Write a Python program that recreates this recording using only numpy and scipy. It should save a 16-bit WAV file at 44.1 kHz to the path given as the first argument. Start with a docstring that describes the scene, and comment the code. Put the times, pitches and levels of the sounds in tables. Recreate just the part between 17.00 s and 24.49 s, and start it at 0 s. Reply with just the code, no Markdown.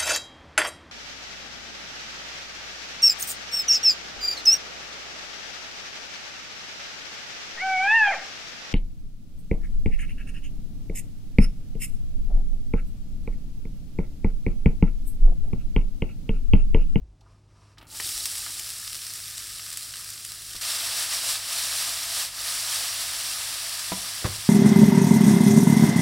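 """A small kitchen hums, and a bowl of diced onion rustles faintly on its way to a steel pan.
Near 0.8 s the onion patters into hot oil; its water turns to steam, so the heap sizzles and spits.
From 3.6 s the pan is lifted and tossed: wet pieces keep meeting hot metal and the sizzle surges.
Around 7 s the pan knocks down on the glass hob and rings briefly.
All is heard in mono from just above the pan."""
import sys
import numpy as np
from scipy import signal
from scipy.fft import rfft, irfft, next_fast_len
from scipy.io import wavfile
from scipy.ndimage import map_coordinates

SR = 44100
rng = np.random.default_rng(int(sys.argv[2]) if len(sys.argv) > 2 else 0)


def to_wav(s):
    """Save 16-bit WAV."""
    ch = np.atleast_2d(s).T  # columns
    pcm = np.round(np.clip(ch, -1, 1) * 32767)  # PCM
    wavfile.write(sys.argv[1], SR, pcm.astype(np.int16))


N = 330309

TOP_HZ = 15850  # the highest pitch in the sound
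LIFT_S = 3.609  # when the pan leaves the hob


def amp(db):
    """Turn decibels into a multiplier: 0 dB is 1, -20 dB is a tenth."""
    return 10 ** (np.asarray(db) / 20)


def unit(x):
    """Scale a sound so that its average level (rms) is 1."""
    return x / np.sqrt(np.mean(x ** 2) + 1e-20)


def seconds(size):
    """The time of each sample."""
    return np.arange(size) / SR


def since(s):
    """Seconds gone by after time s, zero before it."""
    return np.maximum(seconds(N) - s, 0)


def onset(s, rise):
    """A ramp from 0 to 1 that starts at time s."""
    return np.clip((seconds(N) - s) / rise, 0, 1)


def swell(s, rise, fall):
    """A smooth hill that reaches 1 at time s."""
    t = seconds(N) - s
    return np.exp(-(t / np.where(t < 0, rise, fall)) ** 2)


def wobble(rate):
    """A smooth curve through `rate` random values a second."""
    return map_coordinates(rng.standard_normal(int(N * rate / SR) + 4), [seconds(N) * rate])


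def along(points, hz):
    """Read between (pitch, value) points, with octaves evenly spaced."""
    pitches, values = np.transpose(points)
    return np.interp(np.log(hz + 1), np.log(pitches + 1), values)


def hump(hz, centre_hz, slope_db):
    """A broad peak in dB that falls away by slope_db an octave."""
    return -slope_db * (np.hypot(np.log2((hz + 1) / centre_hz), .5) - .5)


def add(track, s, sound):
    """Mix a sound into the track at time s."""
    room_left = track[max(round(s * SR), 0):][:len(sound)]
    room_left += sound[:len(room_left)]


def coloured(x, gain_db):
    """Make each pitch in x louder or softer by gain_db(hz)."""
    size = 2 * next_fast_len(len(x) // 2 + 4096)
    cepstrum = irfft(np.log(amp(gain_db(np.fft.rfftfreq(size, 1 / SR))) + 1e-6))
    # fold the filter so that it rings after a click, never before
    cepstrum[1:size // 2] *= 2
    cepstrum[size // 2 + 1:] = 0
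    return irfft(rfft(x, size) * np.exp(rfft(cepstrum)))[:len(x)]


def pan_walls(hz):
    """The pan's walls boost some pitches and cancel others; gives the gain in dB."""
    # the bands they change: (pitch [Hz], width [Hz], gain [dB])
    bands = [(672, 24, 8.5), (1226, 59, 3.5), (1490, 91, -1), (1710, 140, 1.5), (2700, 38, 3),
             (3580, 320, 0), (4800, 290, 0.6), (5720, 340, 2.5), (6450, 750, -5)]
    return sum(db * np.exp(-((hz - centre) / width) ** 2) for centre, width, db in bands)


def background():
    """The kitchen rumbles, and the mains and a fan hum a little unsteadily."""
    # tone of the rumble: (pitch [Hz], gain [dB])
    colour = [(20, -15), (48, -2), (66, -5), (105, -2.5), (150, -10.5), (220, -15), (340, -15),
              (450, -21.5), (700, -23), (1200, -36.5), (2500, -36), (6000, -39), (10000, -46), (13000, -77)]
    # mains and fan tones: (pitch [Hz], average level [dB])
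    tones = [(48.4, -64.5), (102.3, -60), (150.7, -71.5), (355.3, -83), (683.7, -97.5)]
    rumble = unit(coloured(rng.standard_normal(N), lambda hz: along(colour, hz)))
    hum = sum(amp(db) * np.sqrt(2) * np.sin(2 * np.pi * hz * seconds(N) + 0.45 * wobble(2.68))
              for hz, db in tones)
    return amp(-60) * rumble + hum


def kitchen_echo(x):
    """The room's walls give a short echo in which low notes last longest."""
    # length of the echo: (pitch [Hz], time to fade by 60 dB [s])
    fades = [(100, 0.48), (1000, .3), (5000, 0.096), (15000, 0.12)]
    hz, t, noise = signal.stft(rng.standard_normal(SR // 2), SR, nperseg=256)
    tail = signal.istft(noise * amp(-60 * t / along(fades, hz)[:, None]), SR, nperseg=256)[1]
    delayed = np.pad(x, (SR // 150, 0))
    return signal.fftconvolve(delayed, tail / np.linalg.norm(tail))[:N]


def rustle():
    """A faint, smooth rustle as the onions are fetched and brought over the pan."""
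    # tone of the rustle: (pitch [Hz], gain [dB])
    colour = [(400, -8), (800, -11), (950, -2), (1100, -2.5), (1400, -8), (1900, -13), (2600, -12),
              (3500, -16), (5500, -11.5), (8500, -18.5), (11500, -28), (13500, -44)]
    # moves of the onion bowl: (loudest moment [s], level [dB], rise [s], fall [s])
    swishes = [(0.33, -68, 0.085, 0.056), (0.67, -64, .17, 0.097)]
    still_db = -79  # faint hiss when nothing moves
    hiss = coloured(rng.standard_normal(N), lambda hz: along(colour, hz) + pan_walls(hz))
    motion = amp(still_db) + sum(amp(db) * swell(s, rise, fall) for s, db, rise, fall in swishes)
    return motion * amp(0.88 * wobble(40.3)) * unit(hiss)


def bumps():
    """Heavy, soft pushes that swing once or twice."""
    # dull bumps: (time [s], level [dB], pitch [Hz], rise [s])
    pushes = [(0.016, -31, 46, 0.008), (1.042, -41, 86, 0.0046), (1.15, -44, 45, 0.0097),
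              (3.555, -43.5, 40, 0.0076), (7.2485, -17.5, 100, 0.0042)]
    track, t = np.zeros(N), seconds(SR // 3)
    for s, db, hz, rise in pushes:
        loudness = amp(db) * t / rise * np.exp(1 - t / rise)
        add(track, s, -loudness * np.sin(2 * np.pi * hz * t))
    return track


def knocks():
    """The pan lands on its edge, then settles flat; the food damps its ring and dulls the clack."""
    # the steel's notes: (pitch [Hz], edge hit [dB], flat hit [dB], time to fade by 60 dB [s])
    notes = [(104.6, -18, -16, 0.33), (188, 2.5, -25, 0.19), (240, -12, -17, 0.1), (293, 5.5, -14, 0.043),
             (349, -24.5, 0, 0.13), (416, -19, -12, 0.057), (515, -14, -10, 0.062), (592, -23, -6, 0.095),
             (656, 5, -14, 0.047), (984, 3.5, -11.5, 0.044), (1170, -4, -3, 0.037), (1390, -13, -15, .04),
             (1660, -26, -16, .05), (2000, -19, -18, 0.027)]
    # pan touching hob: (time [s], strength [dB], flatness [0 edge to 1 flat])
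    contacts = [(3.547, -41.5, 0.46), (6.9182, -22, 0.31), (6.9245, -43, 0.5), (7.244, -22, 0.95),
                (7.2535, -20.5, 0.6), (7.260, -26.5, 0.95)]
    track, t = np.zeros(N), seconds(SR // 2)
    dulling = signal.butter(2, 2000, fs=SR)  # softens everything above 2000 Hz
    for s, db, flatness in contacts:
        ring = np.zeros(len(t))
        for hz, edge_db, flat_db, fade_s in notes:
            note_db = edge_db + flatness * (flat_db - edge_db) + rng.normal(0, 1.0)
            ring += amp(note_db - 60 * t / fade_s) * np.sin(2 * np.pi * hz * t)
        clack = signal.lfilter(*dulling, rng.standard_normal(len(t)) * amp(-60 * t / 0.042))
        add(track, s, amp(db) * (ring + amp(7.5) * clack) * (1 - np.exp(-t / 0.00082)))
    return track


def pats_and_spit():
    """Puffs of noise: soft pats and brushes, mostly onion landing, and one loud, sharp spit of oil."""
    # the spit is the row at 1.2552 s; the rest are pats and brushes:
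    # (time [s], peak [dB], pitch [Hz], time to fade by 60 dB [s], slope [dB/octave])
    puffs = [(0.208, -53.5, 4600, 0.055, 20), (0.212, -57, 840, .15, 42), (0.257, -53.5, 1030, 0.18, 44),
             (0.772, -45, 1400, 0.092, 14), (0.782, -37.5, 3620, 0.043, 15), (0.811, -45, 2400, 0.14, 18),
             (0.868, -42, 5600, 0.083, 19), (0.9993, -33, 520, 0.019, 9), (1.2552, -13, 5560, 0.032, 7),
             (1.463, -29, 1430, 0.025, 26), (7.222, -41, 350, 0.21, 17)]
    track, t = np.zeros(N), seconds(8192)
    for s, db, pitch_hz, fade_s, slope_db in puffs:
        noise = rng.standard_normal(len(t)) * amp(-60 * t / fade_s) * (1 - np.exp(-t / 0.00071))
        puff = coloured(noise, lambda hz: hump(hz, pitch_hz, slope_db) + pan_walls(hz))
        add(track, s, amp(db) * puff / np.abs(puff).max())
    return track


def pops(count, spread_db):
    """Random clicks, as of tiny steam pockets bursting: most weak, a few strong."""
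    when, luck, side = rng.random((count, 3)).T
    strength = amp(-spread_db * np.log(luck + .002)) * np.sign(side - .5)
    return unit(np.bincount((when * N).astype(int), strength, N))


def pour():
    """Hundreds of soft cubes patter into the oil and onto each other, evenly, then thinning out."""
    # tone of the patter: (pitch [Hz], gain [dB])
    colour = [(120, -25), (210, -6), (290, 6), (370, 2), (450, -3), (740, 0), (900, 9), (1020, -8),
              (1240, 6), (1600, -8), (2700, -7), (5000, -33), (9000, -18)]
    start_s, steady_s, thinning_db_per_s = 0.77, 0.58, 21
    patter = coloured(pops(count=7000, spread_db=4.0), lambda hz: along(colour, hz))
    flow = onset(start_s, rise=0.032) * amp(-thinning_db_per_s * since(start_s + steady_s))
    return amp(-56.5) * flow * unit(patter)


def spits():
    """A water drop bursts in the oil with one sharp snap, which scatters between the pan's walls."""
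    # bursting drops: (time [s], strength [dB], pitch [Hz], scatter compared with the snap [dB])
    drops = [(0.999, -15, 2100, -13), (1.3534, -12.5, 4830, -15), (1.3808, -10, 9080, -19),
             (1.505, -16.5, 4900, -18), (1.5942, -12.5, 7400, -12), (1.8764, -14.5, 5050, -16.5),
             (1.93, -10, 5570, -22), (2.017, -17.5, 4670, -17), (2.066, -15, 5760, -15),
             (2.136, -13, 9050, -15), (2.379, -11.5, 5790, -16), (2.594, -24.5, 2400, -3),
             (2.7286, -13, 6200, -16.5), (2.772, -7, 8200, -17), (2.9374, -19, 3650, -14),
             (3.1016, -16, 10100, -12), (3.1767, -20.5, 5200, -12), (3.249, -10.5, 8400, -18),
             (3.531, -18, 5010, -14), (3.5534, -17, 4570, -14), (3.563, -17, 5370, -13),
             (6.7932, -11, 5730, -12.5)]
    # tone of every snap: (pitch [Hz], gain [dB])
    colour = [(400, -19), (1200, 2.5), (10000, 1), (15500, -7), (17000, -43)]
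    track, t = np.zeros(N), seconds(1024)
    for s, db, pitch_hz, scatter_db in drops:
        burst = amp(scatter_db - 60 * t / 0.024) * rng.standard_normal(len(t))
        burst[0] = 1  # the snap itself
        snap = coloured(burst, lambda hz: hump(hz, pitch_hz, 7.5) + pan_walls(hz) + along(colour, hz))
        add(track, s + .0009, amp(db - 5) * snap / np.abs(snap).max())
    return track


def bubbles(count, life_s, size=192):
    """Larger bubbles swell and ring for a moment, each at its own pitch."""
    when, pitch, luck = rng.random((count, 3)).T[:, :, None]
    t = seconds(size)
    strength = -np.log(luck + .01)
    rings = strength * t * np.exp(-t / life_s) * np.sin(2 * np.pi * pitch * TOP_HZ * t)
    positions = (when * (N - size)).astype(int) + np.arange(size)
    return unit(np.bincount(positions.ravel(), rings.ravel(), N))


def below(x, hz):
    """Keep the part of a sound that is lower than hz."""
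    return signal.sosfiltfilt(signal.butter(4, hz, fs=SR, output="sos"), x)


def frying(sizzle_db, bubbling_db, colour, crackle, steam_db, flutter_db, brighten):
    """Crackle and steam hiss in the pan: brighter when fiercer, with wet bubbling lower down."""
    steam = amp(steam_db) * rng.standard_normal(N)
    sound = coloured(crackle + steam, lambda hz: along(colour, hz) + pan_walls(hz))
    wet = below(sound, hz=2500)
    treble = sound - below(sound, hz=6500)
    fierceness_db = np.clip(sizzle_db - np.median(sizzle_db), -6, 6)
    sizzle = unit(sound - wet + (amp(brighten * fierceness_db) - 1) * treble)
    flutter = amp(flutter_db * wobble(45))
    bubbling = amp(bubbling_db + 0.39 * wobble(14)) * unit(wet)
    return flutter * (amp(sizzle_db) * sizzle + bubbling)


def heap():
    """Water flashes off the fresh onions; then the heap settles to a simmer as the oil cools."""
    # tone of the resting heap: (pitch [Hz], gain [dB])
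    colour = [(150, -30), (320, -23.5), (450, -24), (720, -19.5), (860, -22), (1020, -16.5), (1250, -9.5),
              (2300, -8.5), (3500, -3), (5000, 1), (8200, 0), (10000, -1.5), (12500, -7.5), (16000, -11)]
    start_s, simmer_db, wet_db, cooling_db_per_s = 0.87, -35, -51, 1.4
    flare_db, flare_hold_s, flare_fade_s = 4.5, 0.33, 0.25
    crackle = pops(count=20000, spread_db=4.0) + amp(-6.5) * bubbles(count=9000, life_s=0.00066)
    resting_s = np.minimum(since(start_s), LIFT_S - start_s)
    flare = np.exp(-since(start_s + flare_hold_s) / flare_fade_s)
    boil_db = flare_db * flare - cooling_db_per_s * resting_s
    floor_covered = onset(start_s, rise=0.2)
    return floor_covered * frying(simmer_db + boil_db, wet_db + 0.5 * boil_db, colour, crackle,
                                  steam_db=2.0, flutter_db=0.6, brighten=0.13)


def toss():
    """A dense rush that surges with each shake, dips with each flip and calms once the hand slows."""
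    # tone of the tossed onions: (pitch [Hz], gain [dB])
    colour = [(150, -38), (290, -18.5), (400, -33.5), (500, -18), (780, -14.5), (1200, -10.5), (2300, -8),
              (3500, -1.5), (4800, 1), (8000, -1), (10000, -2.5), (12500, -9), (16000, -13)]
    # shakes slide wet pieces onto hot metal: (loudest moment [s], surge [dB], half-length [s])
    shakes = [(3.71, 3, 0.059), (3.87, 2, .04), (4.0, 3.5, 0.053), (4.14, 3, 0.033), (4.307, 5, 0.062),
              (4.586, 2.5, 0.13), (4.815, 3, 0.099), (5.186, 3.5, 0.054), (5.533, 2, 0.1),
              (5.748, 3.6, 0.062), (5.87, 2, 0.03), (6.015, 2, 0.026), (6.287, 1, 0.032)]
    # flips throw the onions clear of the metal: (time at the top [s], dip [dB])
    flips = [(4.41, 4.5), (5.31, 7.5)]
    tossing_s, rush_db, wet_db, calming_db_per_s = 2.67, -30.5, -42, 3
    crackle = pops(count=90000, spread_db=2.0) + amp(-7.5) * bubbles(count=14000, life_s=0.00072)
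    surges_db = sum(db * swell(s, half_length, half_length) for s, db, half_length in shakes)
    airborne_db = sum(db * swell(s, rise=0.039, fall=0.081) for s, db in flips)
    boil_db = surges_db - airborne_db - calming_db_per_s * since(LIFT_S + tossing_s)
    return frying(rush_db + boil_db, wet_db + 0.81 * boil_db, colour, crackle,
                  steam_db=3, flutter_db=0.5, brighten=0.093)


def onions():
    """The heap breaks loose at once when the pan is lifted."""
    lifted = onset(LIFT_S, rise=0.004)
    return heap() * (1 - lifted) + toss() * lifted


def scene():
    """Mix everything, the same in both channels; only the light and heavy hits get an echo."""
    light = spits() + pats_and_spit()
    heavy = knocks() + bumps()
    direct = rustle() + pour() + onions() + light + heavy
    mono = direct + kitchen_echo(amp(-11.5) * light + amp(-13) * heavy) + background()
    return np.array([mono, mono])


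def record(dry):
    """Cut away every pitch above TOP_HZ."""
    size = next_fast_len(N + SR // 2)
    kept = np.fft.rfftfreq(size, 1 / SR) < TOP_HZ
    return irfft(rfft(dry, size) * kept, size)[:, :N]


dry = scene()
out = record(dry)
to_wav(out)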